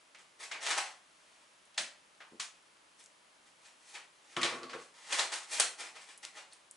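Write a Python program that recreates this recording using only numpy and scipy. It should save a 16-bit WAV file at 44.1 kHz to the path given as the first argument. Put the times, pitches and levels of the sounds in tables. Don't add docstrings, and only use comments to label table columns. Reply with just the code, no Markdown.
import sys
import numpy as np
from scipy import signal
from scipy.fft import rfft, irfft
from scipy.io import wavfile
from scipy.ndimage import uniform_filter1d

SR = 44100
rng = np.random.default_rng(int(sys.argv[2]) if len(sys.argv) > 2 else 0)


def to_wav(s):
    ch = np.atleast_2d(s).T
    pcm = np.round(np.clip(ch, -1, 1) * 32767)
    wavfile.write(sys.argv[1], SR, pcm.astype(np.int16))


N = 298116

# time_s, level_db, treble_db, contact_ms, pitch_hz
SCISSOR_HITS = [(4.3646, -39.5, -12.5, 0.95, 3030), (4.4126, -39, -3, 2.8, 1970),
                (4.4290, -32, -6, 0.96, 3630), (4.4425, -35, -7.5, 3.4, 2200), (4.6295, -53, -8, 1, 4400),
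                (4.693, -49, -14, 15, 4640), (4.729, -46.5, -18.5, 5.5, 1550), (5.123, -33.5, 3, 7.4, 2020),
                (5.185, -35, -0.5, 2.8, 955), (5.1923, -34, -2.5, 1.5, 4000), (5.318, -42, 4, 11, 1740),
                (5.334, -41, 4, 2.3, 8600), (5.597, -27, 5.5, 0.68, 9060)]


def undb(db):
    return 10 ** (np.asarray(db) / 20)


def level(x, db):
    return x * undb(db) / np.sqrt(np.mean(x ** 2))


def along(points, hz):
    point_hz, value = np.transpose(points)
    return np.interp(np.log(hz + 1), np.log(point_hz), value)


def add(track, time_s, x):
    start = int(round(time_s * SR))
    x, start = x[..., max(-start, 0):], max(start, 0)
    track[..., start:start + x.shape[-1]] += x[..., :N - start]


def tint(x, colour, bass_db=0, treble_db=0, bass_hz=800, treble_hz=4200, size=4096):
    hz = np.fft.rfftfreq(size, 1 / SR)
    bass = bass_db / (1 + (hz / bass_hz) ** 2)
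    treble = treble_db * hz ** 2 / (hz ** 2 + treble_hz ** 2)
    cepstrum = irfft(np.log(undb(along(colour, hz) + bass + treble)))
    cepstrum[1:size // 2] *= 2
    cepstrum[size // 2 + 1:] = 0
    return signal.fftconvolve(x, irfft(np.exp(rfft(cepstrum))))[:len(x)]


def ring(x, pitch_hz, width_hz):
    return signal.lfilter(*signal.iirpeak(pitch_hz, pitch_hz / width_hz, fs=SR), x)


def top_cut(x, top_hz=11100):
    return signal.sosfilt(signal.ellip(10, .2, 70, top_hz, fs=SR, output="sos"), x)


def even(x, size=5):
    count = x.shape[-1]
    spectrum = rfft(x, 2 * count)
    nearby_power = uniform_filter1d(abs(spectrum) ** 2, size)
    return irfft(spectrum / np.sqrt(nearby_power + 1e-12))[..., :count]


def pair(mid, side, width):
    return mid + tint(side, width) * np.array([[1], [-1]])


def hiss():
    # frequency_hz, gain_db
    colour = [(15, -78), (25, -15), (85, -17), (107, -15.5), (182, -7), (229, -9), (327, -4.5), (433, -8),
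              (619, -2.5), (703, -6), (979, -3), (1760, -6), (3240, -6.5), (3590, -8.5), (11000, -14),
              (14300, -70), (22000, -120)]
    # frequency_hz, side_gain_db
    width = [(60, -31), (110, -7), (190, -10.5), (340, -3.5), (610, -2), (1090, 0.5), (1940, -2.5),
             (3470, -4.5), (6190, -8), (11000, -10.5)]
    mid, side = (level(tint(rng.standard_normal(N), colour), db=-66) for _ in range(2))
    return pair(mid, side, width)


def room(dry, tail_db=-1.97, build_ms=6, early_db=3, early_ms=14):
    # frequency_hz, fade_s
    fade_times = [(150, 0.37), (400, 0.4), (1000, 0.38), (2800, 0.32), (7000, 0.22), (11000, 0.32)]
    # frequency_hz, side_gain_db
    width = [(150, -25), (350, -17), (700, -12.5), (1400, -7.5), (10000, -8)]
    # delay_ms, gain_db, left_minus_right_db
    paths = [(0, -24, 2), (2.3, -9, 0.5), (8.5, -13.5, 5), (9.4, -18, -6)]
    t = np.arange(16384) / SR
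    ms = 1000 * t
    hz = np.fft.rfftfreq(len(t), 1 / SR)
    bands_hz = np.geomspace(150, 9600, 5)
    fades = [np.exp(-np.log(1000) * t / along(fade_times, centre)) for centre in bands_hz]
    build_up = (1 - np.exp(-(ms + .5) / build_ms)) ** 0.25
    early_boost = undb(early_db * np.exp(-ms / early_ms))
    noise = rng.standard_normal((2, len(t)))
    echoes = rfft(even(noise * build_up * early_boost * fades[0], size=41))
    tail = 0
    for fade, weight in zip(fades, np.eye(len(bands_hz))):
        band = irfft(echoes * np.interp(np.log(hz + 1), np.log(bands_hz), weight))
        tail = tail + band * fade / fades[0]
    response = pair(*tail, width) * undb(tail_db) / np.linalg.norm(tail[0])
    for delay_ms, db, pan_db in paths:
        response[:, np.searchsorted(ms, delay_ms)] += undb(db + np.array([pan_db, -pan_db]) / 2)
    return signal.fftconvolve(dry[None], response, axes=1)[:, :N]


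def contact(contact_ms):
    t = np.arange(SR // 20) / SR
    return even(rng.standard_normal(len(t)) * np.exp(-1000 * t / contact_ms))


def knocks(rows):
    out = np.zeros(N)
    for time_s, db, hz, contact_ms, width_ratio in rows:
        width_hz = min(width_ratio * hz, SR / 4)
        ringing = ring(contact(contact_ms), hz, width_hz)
        ringing = ring(ringing, hz, width_hz)
        add(out, time_s, level(top_cut(ringing), db))
    return out


def small_ticks(hard_ms=2, lag_s=0.0018, gain_db=-8, tick_ms=1.5, width_ratio=0.36):
    # time_s, level_db, pitch_hz, contact_ms, width_ratio (width over pitch)
    ticks = [(1.6535, -76, 9550, 0.82, .5), (3.04, -68, 7300, 1, .5), (3.06, -66, 6700, 1.5, 0.55),
             (6.176, -61.5, 10100, 4.6, 0.68), (6.2506, -50.5, 4300, 1, 1.4), (6.524, -65, 4230, 5.6, 0.25),
             (6.531, -63, 8800, 3.3, 0.19), (6.711, -58, 8700, 2, 0.41)]
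    with_clacks = [(time_s + lag_s, db + gain_db, hz, tick_ms, width_ratio)
                   for time_s, db, _, contact_ms, hz in SCISSOR_HITS if contact_ms < hard_ms]
    return knocks(ticks + with_clacks)


def friction(count, slips_per_s, spread_db=4, smooth=0.95):
    dice = np.random.default_rng(rng.integers(2 ** 31))
    size_draw, time_draw = dice.random((count, 2)).T
    size = undb(spread_db * np.minimum(-np.log(size_draw), 4))
    slips = (time_draw < slips_per_s / SR) * size * dice.choice([-1, 1], count)
    return level(slips + 1e-9, db=0) + smooth * dice.standard_normal(count)


def stroke(rise_s, slips_per_s):
    lead_s, fall_s = 5 * rise_s, .017 + .45 * rise_s
    t = np.arange(-lead_s, 6 * fall_s, 1 / SR)
    swell = np.exp(np.minimum(t / rise_s, -t / fall_s))
    return friction(len(t), slips_per_s), swell, lead_s


def table_pushes():
    # pitch_hz, width_hz, gain_db
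    tones = [(151, 79, -6), (258, 27, 3), (345, 39, 3), (435, 16, 0), (480, 20, 3.5), (636, 14, -1),
             (1133, 47, 7), (1200, 27, -14)]
    # peak_s, rise_s, level_db
    pushes = [(4.37, 0.0021, -31), (4.435, .02, -33.5), (4.54, .05, -42), (4.638, .03, -44),
              (4.749, 0.026, -45.5)]
    colour = [(95, -13), (135, -1.5), (1300, 2.5), (4000, 2.5)]  # frequency_hz, gain_db
    kick = signal.unit_impulse(SR // 4)
    hum = tint(sum(undb(db) * ring(kick, hz, width_hz) for hz, width_hz, db in tones), colour)
    hum /= np.linalg.norm(hum)
    out = np.zeros(N)
    for peak_s, rise_s, db in pushes:
        grain, swell, lead_s = stroke(rise_s, slips_per_s=900)
        add(out, peak_s - lead_s, signal.fftconvolve(swell * level(grain, db), hum))
    return out


def table_bumps(contact_ms=22):
    # time_s, level_db, pitch_hz, width_ratio (width over pitch)
    bumps = [(1.778, -49.5, 614, 0.24), (1.80, -63, 239, 0.85), (2.321, -58.5, 267, 1.24),
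             (4.373, -41, 1176, 0.21), (4.737, -48, 485, 0.17)]
    return knocks([(time_s, db, hz, contact_ms, width) for time_s, db, hz, width in bumps])


def rasp(grain, bass_db, treble_db, pitch_hz, ring_db):
    # frequency_hz, gain_db
    colour = [(60, -37.5), (200, -26.5), (330, -11.5), (550, -5), (830, -1), (1200, -2), (1900, -0.5),
              (3200, -3.5), (5500, -6), (8000, -7), (11000, -16.5)]
    rubbing = tint(grain, colour, bass_db, treble_db)
    ringing = undb(ring_db) * ring(rubbing, pitch_hz, width_hz=0.19 * pitch_hz)
    return level(top_cut(rubbing + ringing), db=0)


def short_rubs():
    # peak_s, rise_s, level_db, treble_db
    rubs = [(0.185, 0.0043, -55, 3), (0.402, 0.0065, -43.5, 7.5), (0.43, 0.0087, -43, 8),
            (0.549, 0.032, -45.5, -13), (1.35, 0.26, -65.5, 7), (1.773, 0.0089, -51.5, -21),
            (2.995, 0.011, -53, 16), (3.466, 0.0098, -60.5, 7), (3.655, 0.032, -56, 9),
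            (3.9, 0.066, -55, 15), (3.944, .013, -44.5, 4), (4.32, 0.072, -57.5, 7), (4.5, 0.06, -41, -8),
            (4.808, 0.05, -55, 13), (5.529, 0.019, -33, 14.5), (5.581, 0.019, -35, 7),
            (5.797, 0.011, -37.5, 5), (5.85, 0.014, -44.5, 2), (5.955, 0.0061, -44.5, -1.5),
            (6.014, 0.016, -52, 11), (6.089, 0.017, -49, 4.5), (6.229, 0.004, -43.5, 6.5),
            (6.368, 0.017, -44, -1), (6.52, 0.014, -56, 10)]
    out = np.zeros(N)
    for peak_s, rise_s, db, treble_db in rubs:
        grain, swell, lead_s = stroke(rise_s, slips_per_s=1600)
        rustle = rasp(grain, bass_db=1.5, treble_db=treble_db, pitch_hz=2370, ring_db=-4)
        add(out, peak_s - lead_s, undb(db) * swell * rustle)
    return out


def drag(curve, gain_db, slips_per_s, spread_db, smooth, lead_s=.014, **tone):
    out = np.zeros(N)
    times, db = np.transpose(curve)
    t = np.arange(times[0], times[-1], 1 / SR)
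    swell = undb(gain_db + np.interp(t, times, db))
    grain = friction(len(swell), slips_per_s, spread_db, smooth)
    add(out, times[0] - lead_s, swell * rasp(grain, **tone))
    return out


def thread_pull():
    # time_s, level_db
    curve = [(0.618, -38.5), (0.712, -29), (0.748, -44), (0.79, -29), (0.812, -44), (0.96, -58)]
    return drag(curve, gain_db=-1.5, slips_per_s=700, spread_db=6, smooth=0.57,
                bass_db=-5.5, treble_db=-2, pitch_hz=782, ring_db=-11)


def scissor_slide():
    # time_s, level_db
    curve = [(4.95, -57), (5.068, -52), (5.136, -32), (5.182, -41), (5.192, -27.5), (5.31, -55.5),
             (5.338, -34.5), (5.402, -53.5), (5.46, -46)]
    return drag(curve, gain_db=-2.5, slips_per_s=1600, spread_db=4, smooth=0.46,
                bass_db=-6.5, treble_db=3, pitch_hz=960, ring_db=-2)


def taps(rows, bass_db, ring_db=-1):
    # frequency_hz, gain_db
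    colour = [(60, -36), (190, -34), (300, -10), (600, -0.5), (1150, 1), (1800, 3), (2800, 3), (4000, 2),
              (7000, 0), (10000, -6), (11500, -24)]
    out = np.zeros((2, N))
    for time_s, db, treble_db, contact_ms, hz in rows:
        crack = tint(contact(contact_ms), colour, bass_db, treble_db)
        ringing = undb(ring_db) * ring(crack, hz, width_hz=0.18 * hz)
        add(out, time_s, room(level(top_cut(crack + ringing), db)))
    return out


def bead_clicks():
    # time_s, level_db, treble_db, contact_ms, pitch_hz
    clicks = [(0.1458, -57.5, -14, 1.2, 2270), (0.512, -41, -15, 5.6, 2350), (0.709, -36, -7, 3, 1630),
              (1.742, -64.5, -8, 2.2, 3100), (1.7763, -35.5, 2, 3.1, 1790), (1.7789, -37.5, 2, 1.1, 3900),
              (2.2026, -53, -32, 8.3, 1120), (2.3966, -39, 2, 3.5, 1120), (3.949, -48, -18, 3.2, 2220)]
    return taps(clicks, bass_db=-13.5)


def scissor_clacks():
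    return taps(SCISSOR_HITS, bass_db=2.5)


def scene(tick_room_db=-7, thud_room_db=-4, thud_direct_db=-3, left_minus_right_db=0.4):
    ticks = small_ticks()
    thuds = table_pushes() + table_bumps()
    rubbing = thread_pull() + scissor_slide() + short_rubs()
    direct = ticks + undb(thud_direct_db) * thuds
    walls = room(rubbing + undb(tick_room_db) * ticks + undb(thud_room_db) * thuds)
    balance = undb(np.array([[1], [-1]]) * left_minus_right_db / 2)
    return (bead_clicks() + scissor_clacks() + direct + walls + hiss()) * balance


def record(dry):
    return top_cut(dry)


dry = scene()
out = record(dry)
to_wav(out)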